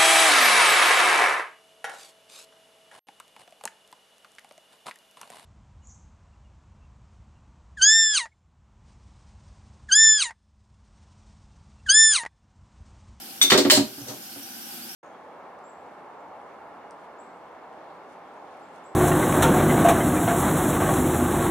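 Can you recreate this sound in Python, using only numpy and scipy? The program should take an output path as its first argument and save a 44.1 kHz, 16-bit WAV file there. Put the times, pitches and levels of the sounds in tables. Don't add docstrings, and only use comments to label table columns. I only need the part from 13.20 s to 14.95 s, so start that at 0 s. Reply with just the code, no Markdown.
import sys
import numpy as np
from scipy import signal
from scipy.fft import rfft, irfft
from scipy.io import wavfile
from scipy.ndimage import uniform_filter1d

SR = 44100
rng = np.random.default_rng(int(sys.argv[2]) if len(sys.argv) > 2 else 0)


def transcribe(signal):
    frames = np.atleast_2d(signal).T
    limited = np.clip(frames, -1, 1)
    pcm = np.round(limited * 32767).astype(np.int16)
    wavfile.write(sys.argv[1], SR, pcm)


N = 77175
TIME = np.arange(N) / SR
FREQS = np.arange(N // 2 + 1) * SR / N

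# time in seconds, relative level in dB.
HISS_LEVEL = [(0, -41.5), (.7, -43), (1.0, -42), (1.25, -41), (1.55, -39.5), (1.75, -40.5)]


def undb(db):
    return 10 ** (np.asarray(db) / 20)


def unit(x):
    return x / np.sqrt(np.mean(x ** 2))


def on_log(points, hz):
    f, v = np.array(points, float).T
    return np.interp(np.log(hz + 1e-9), np.log(f), v)


def shape(x, gain):
    return irfft(rfft(x) * gain, N)


def decay(t60, t=TIME):
    return np.exp(-np.log(1000) * t / t60)


def pulse(gain):
    cepstrum = irfft(np.log(gain + 1e-6), N)
    cepstrum[1:N // 2] *= 2
    cepstrum[N // 2:] = 0
    response = irfft(np.exp(rfft(cepstrum)), N)
    return response / np.sqrt(np.sum(response ** 2))


def add(out, start_s, x):
    i = int(start_s * SR)
    out[i:i + len(x)] += x[:N - i]


def wander(rate_hz):
    hold = int(SR / rate_hz)
    steps = np.repeat(rng.standard_normal(N // hold + 1), hold)
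    return unit(uniform_filter1d(uniform_filter1d(steps, hold), hold)[:N])


def spread(mid, side, wide_hz=520):
    side_share = 0.5 * FREQS ** 2 / (FREQS ** 2 + wide_hz ** 2)
    return shape(mid, np.sqrt(1 - side_share)) + shape(side, np.sqrt(side_share)) * np.array([[1], [-1]])


def diffuse():
    return spread(*rng.standard_normal((2, N)))


def resonance(hz, width_hz):
    return unit(shape(diffuse(), 1 / (1 + (2 * (FREQS - hz) / width_hz) ** 2)))


def ring(modes, weight, scatter_db):
    out = np.zeros(N)
    for k, (hz, db, t60) in enumerate(modes):
        sign = (-1) ** ((k + 1) // 2)
        gain = undb(db + scatter_db * rng.standard_normal()) * weight(hz)
        out += sign * gain * np.sin(2 * np.pi * hz * TIME) * decay(t60)
    return out


def bathroom(gap_s=0.00061, build_s=0.00091):
    # frequency in Hz, the room's t60 in seconds.
    reverb_times = [(100, 0.24), (400, 0.28), (1500, 0.24), (4000, 0.25), (8000, 0.2), (15000, 0.18)]
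    noise, tail = diffuse(), 0
    octave = np.log2(np.clip(FREQS, 125, 16000) / 125)
    for k in range(8):
        band = shape(noise, np.maximum(1 - abs(octave - k), 0))
        tail += band * decay(on_log(reverb_times, 125 * 2 ** k))
    tail *= np.clip((TIME - gap_s) / build_s, 0, 1)
    return tail / np.sqrt(np.sum(tail ** 2) / 2)


def at_mics(x, direct_db, room_db, lag_s=0.00011):
    delayed = shape(x, np.exp(-2j * np.pi * FREQS * lag_s))
    direct = np.array([x * undb(-1), delayed * undb(1)])
    room = signal.fftconvolve(x[None], bathroom(), axes=1)[:, :N]
    return undb(direct_db) * direct + undb(room_db) * room


def hiss_db(t):
    return np.interp(t, *np.array(HISS_LEVEL).T)


def tap(splashes_per_s=1500):
    # frequency in Hz, relative spectral level in dB.
    water_colour = [(30, -29), (90, -12), (200, -7), (520, -3), (1100, -5.5), (2000, -5.5), (3000, 1),
                    (4000, -3), (5600, -2), (6600, -4.5), (8100, -3.5), (9000, -0.5), (11000, -2.5),
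                    (12200, 3), (13500, 0), (15700, -9)]
    # centre in Hz, width in Hz, level in dB relative to the hiss.
    cavities = [(234.4, 84, -10.5), (339, 51, -16.5), (782, 110, -13.5), (1515, 310, -14.5),
                (12140, 69, -12.5), (11640, 250, -15.5)]
    splashes = (rng.random((2, N)) < splashes_per_s / SR) * rng.standard_normal((2, N))
    spray = rng.standard_normal((2, N)) + undb(-9) * unit(splashes)
    hiss = unit(shape(spread(*spray), undb(on_log(water_colour, FREQS))))
    hiss *= undb(0.5 * wander(24.43))
    drain = sum(undb(db + wander(17.6)) * resonance(hz, width) for hz, width, db in cavities)
    slosh = undb(-12.5 + 2.2 * wander(13.7)) * resonance(5290, width_hz=1800)
    return (hiss + drain + slosh) * undb(hiss_db(TIME))


def bubble(hz, t60, glide_per_s=0.069):
    t = np.arange(int(t60 * SR)) / SR
    return np.sin(2 * np.pi * hz * t * (1 + glide_per_s * t / 2)) * decay(t60, t)


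def drips(bubble_count=90, bubble_hz=5273, spread_octaves=0.19):
    # start in seconds, pitch in Hz, relative level in dB.
    drops = [(1.23, 5800, -40), (1.621, 4730, -40), (1.693, 5470, -35)]
    out = np.zeros(N)
    for start, hz, db in drops:
        add(out, start, undb(db) * bubble(hz, t60=0.12))
    for start in rng.random(bubble_count) * N / SR:
        pitch, loudness = rng.standard_normal(2)
        gain = undb(hiss_db(start) - 0.5 + 3 * loudness)
        add(out, start, gain * bubble(bubble_hz * 2 ** (spread_octaves * pitch), t60=0.048))
    return at_mics(out, direct_db=-2.2, room_db=-0.66)


def stone_clacks():
    # start in seconds, relative level in dB.
    contacts = [(0.2142, -15), (0.3009, -27), (0.3056, -13), (.319, -16), (0.3211, -11), (0.4494, -26),
                (0.4995, -9), (.506, -6.5)]
    # frequency in Hz, relative level in dB, t60 in seconds.
    contact_modes = [(1035, -9.5, 0.016), (1380, -0.5, 0.006), (1608, -3, 0.01), (1890, -0.5, 0.0097),
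                     (2210, -1, 0.0065), (3077, 3, 0.014)]
    out = np.zeros(N)
    for start, db in contacts:
        add(out, start, undb(db) * ring(contact_modes, lambda hz: 1, scatter_db=3.5))
    return at_mics(out, direct_db=-2.7, room_db=-8.5)


def struck_metal(blows, modes, room_db, rest_s, rest_db, reach, scatter_db, detune=0, settle_s=0.005):
    # frequency in Hz, relative spectral level in dB.
    crack_colour = [(100, -24.5), (500, -12.5), (1000, -5.5), (1800, -3), (3000, -0.5), (4400, 7),
                    (6200, 2), (7500, 2), (9000, 3.5), (9900, -8), (11000, 0), (15500, 1)]
    rings, cracks = np.zeros((2, N))
    for start, ring_db, crack_db, bright_hz in blows:
        settled = np.clip((TIME + start - rest_s) / settle_s, 0, 1) * (start < rest_s)
        detuned = np.array(modes) * [1 + detune * rng.standard_normal(), 1, 1]
        tone = ring(detuned, lambda hz: 1 / np.hypot(1, (hz / (bright_hz * reach)) ** 2), scatter_db)
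        add(rings, start, undb(ring_db + rest_db * settled) * tone)
        spectrum = undb(on_log(crack_colour, FREQS)) / np.hypot(1, (FREQS / bright_hz) ** 1.95)
        add(cracks, start, undb(crack_db) * pulse(spectrum))
    return at_mics(rings, direct_db=-2.2, room_db=room_db) + at_mics(cracks, direct_db=-8.5, room_db=-1.5)


def steel_clinks():
    # start in seconds, relative ring and crack levels in dB, brightness in Hz.
    blows = [(.2148, -8.5, 7, 4430), (.2245, -19.5, 7.5, 15400), (.228, -14.5, 8, 14000),
             (.3016, -29.5, 12.5, 5530), (.3072, -30, 12, 5550), (.3225, -20, 1, 9000)]
    # frequency in Hz, relative level in dB, t60 in seconds.
    steel_modes = [(2140, -12, 0.11), (3552, -3, 0.46), (3592.5, 2, 0.34), (3920, -10, 0.33),
                   (5980, -5.5, 0.14), (6087, -6.5, 0.14), (8248, -2.5, 0.28), (8245, -8, 0.086),
                   (11460, -5.5, 0.25)]
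    return struck_metal(blows, steel_modes, room_db=-5, rest_s=0.232, rest_db=-8, reach=1.6, scatter_db=1)


def counter_knocks(thud_hz=556, spot_octaves=0.44):
    # start in seconds, relative level in dB, favoured pitch in Hz.
    landings = [(0.24, -25.5, 306), (0.3198, -8, 361), (0.3291, -9, 294), (0.3493, -10.5, 395),
                (.380, -10.5, 322), (0.4516, -11, 280), (.4605, -15, 373), (.521, -14, 600),
                (.524, -20.5, 282), (0.533, -22, 136), (0.574, -9.5, 225), (0.5922, -19, 175),
                (0.781, -34.5, 273), (.812, -35.5, 122), (.885, -31.5, 117), (.903, -32.5, 420),
                (1.16, -36, 218)]
    # frequency in Hz, relative level in dB, t60 in seconds.
    counter_modes = [(124.8, -7, 0.19), (156, -8, 0.062), (211.8, -5, 0.11), (280.8, 0, 0.092),
                     (359.6, -7, 0.15), (396.3, 0, 0.2), (486.6, -10.5, 0.215), (610, -8, 0.27),
                     (833, -28, .08)]
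    dull = FREQS / (1 + (FREQS / thud_hz) ** 3)
    out = np.zeros(N)
    for start, db, spot_hz in landings:
        thud = unit(shape(rng.standard_normal(N), dull)) * decay(t60=0.078)
        boom = ring(counter_modes, lambda hz: 1 / (1 + (np.log2(hz / spot_hz) / spot_octaves) ** 2),
                    scatter_db=2.5)
        add(out, start, undb(db) * (boom + undb(-10) * thud))
    return at_mics(out, direct_db=-1.77, room_db=-4.5)


def tool_clanks():
    # start in seconds, relative ring and crack levels in dB, brightness in Hz.
    blows = [(.3187, -49, 16, 1630), (.329, -32, 4.5, 2500), (.3766, -32, 13.5, 6560),
             (.3835, -42, 3, 6260), (.451, -48, 0.5, 2314), (.4998, -23, 15, 5150),
             (.5075, -23, 16.5, 11400), (.513, -23.5, 14.5, 12360), (.531, -21.5, -14, 6950),
             (.549, -24.5, 10.5, 6940), (.564, -32, 1.5, 6940), (.571, -26.5, 5, 7000),
             (.886, -59, -9.5, 8050)]
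    # frequency in Hz, relative level in dB, t60 in seconds.
    tool_modes = [(954, -4.5, 0.19), (2750, -7, 0.17), (3081, -4.5, .26), (3737, -8, 0.16), (4170, -2, 0.2),
                  (4233, 2, 0.13), (4940, -6.5, .24), (6970, -4, 0.14), (7483, 1.5, 0.17),
                  (8000, -4.5, 0.23), (9105, -1.5, 0.1), (10540, -12, 0.1), (10935, -6, 0.17),
                  (13020, -12, 0.27)]
    return struck_metal(blows, tool_modes, room_db=-4.5, rest_s=0.578, rest_db=-28, reach=3.1,
                        scatter_db=2, detune=0.002)


def nudge():
    # peak time in seconds, fade width in seconds, level in dB.
    slides = [(0.898, 0.051, -40)]
    # frequency in Hz, relative spectral level in dB.
    scrape_colour = [(100, -26), (400, 0.5), (900, 0.5), (2200, -15), (6500, -7.5), (12000, -25)]
    level = np.zeros(N)
    for peak_s, fade_s, db in slides:
        from_peak = np.maximum(TIME - peak_s, 2 * (peak_s - TIME))
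        level += undb(db) * np.exp(-0.5 * (from_peak / fade_s) ** 2)
    return level * unit(shape(diffuse(), undb(on_log(scrape_colour, FREQS))))


def scene():
    return steel_clinks() + tool_clanks() + stone_clacks() + counter_knocks() + nudge() + tap() + drips()


def record(dry):
    low_cut = signal.butter(3, 76, "high", fs=SR, output="sos")
    high_cut = signal.ellip(10, 0.2, 80, 15900, fs=SR, output="sos")
    rounded = np.tanh(signal.sosfilt(low_cut, dry))
    return signal.sosfilt(high_cut, rounded)


dry = scene()
out = record(dry)
transcribe(out)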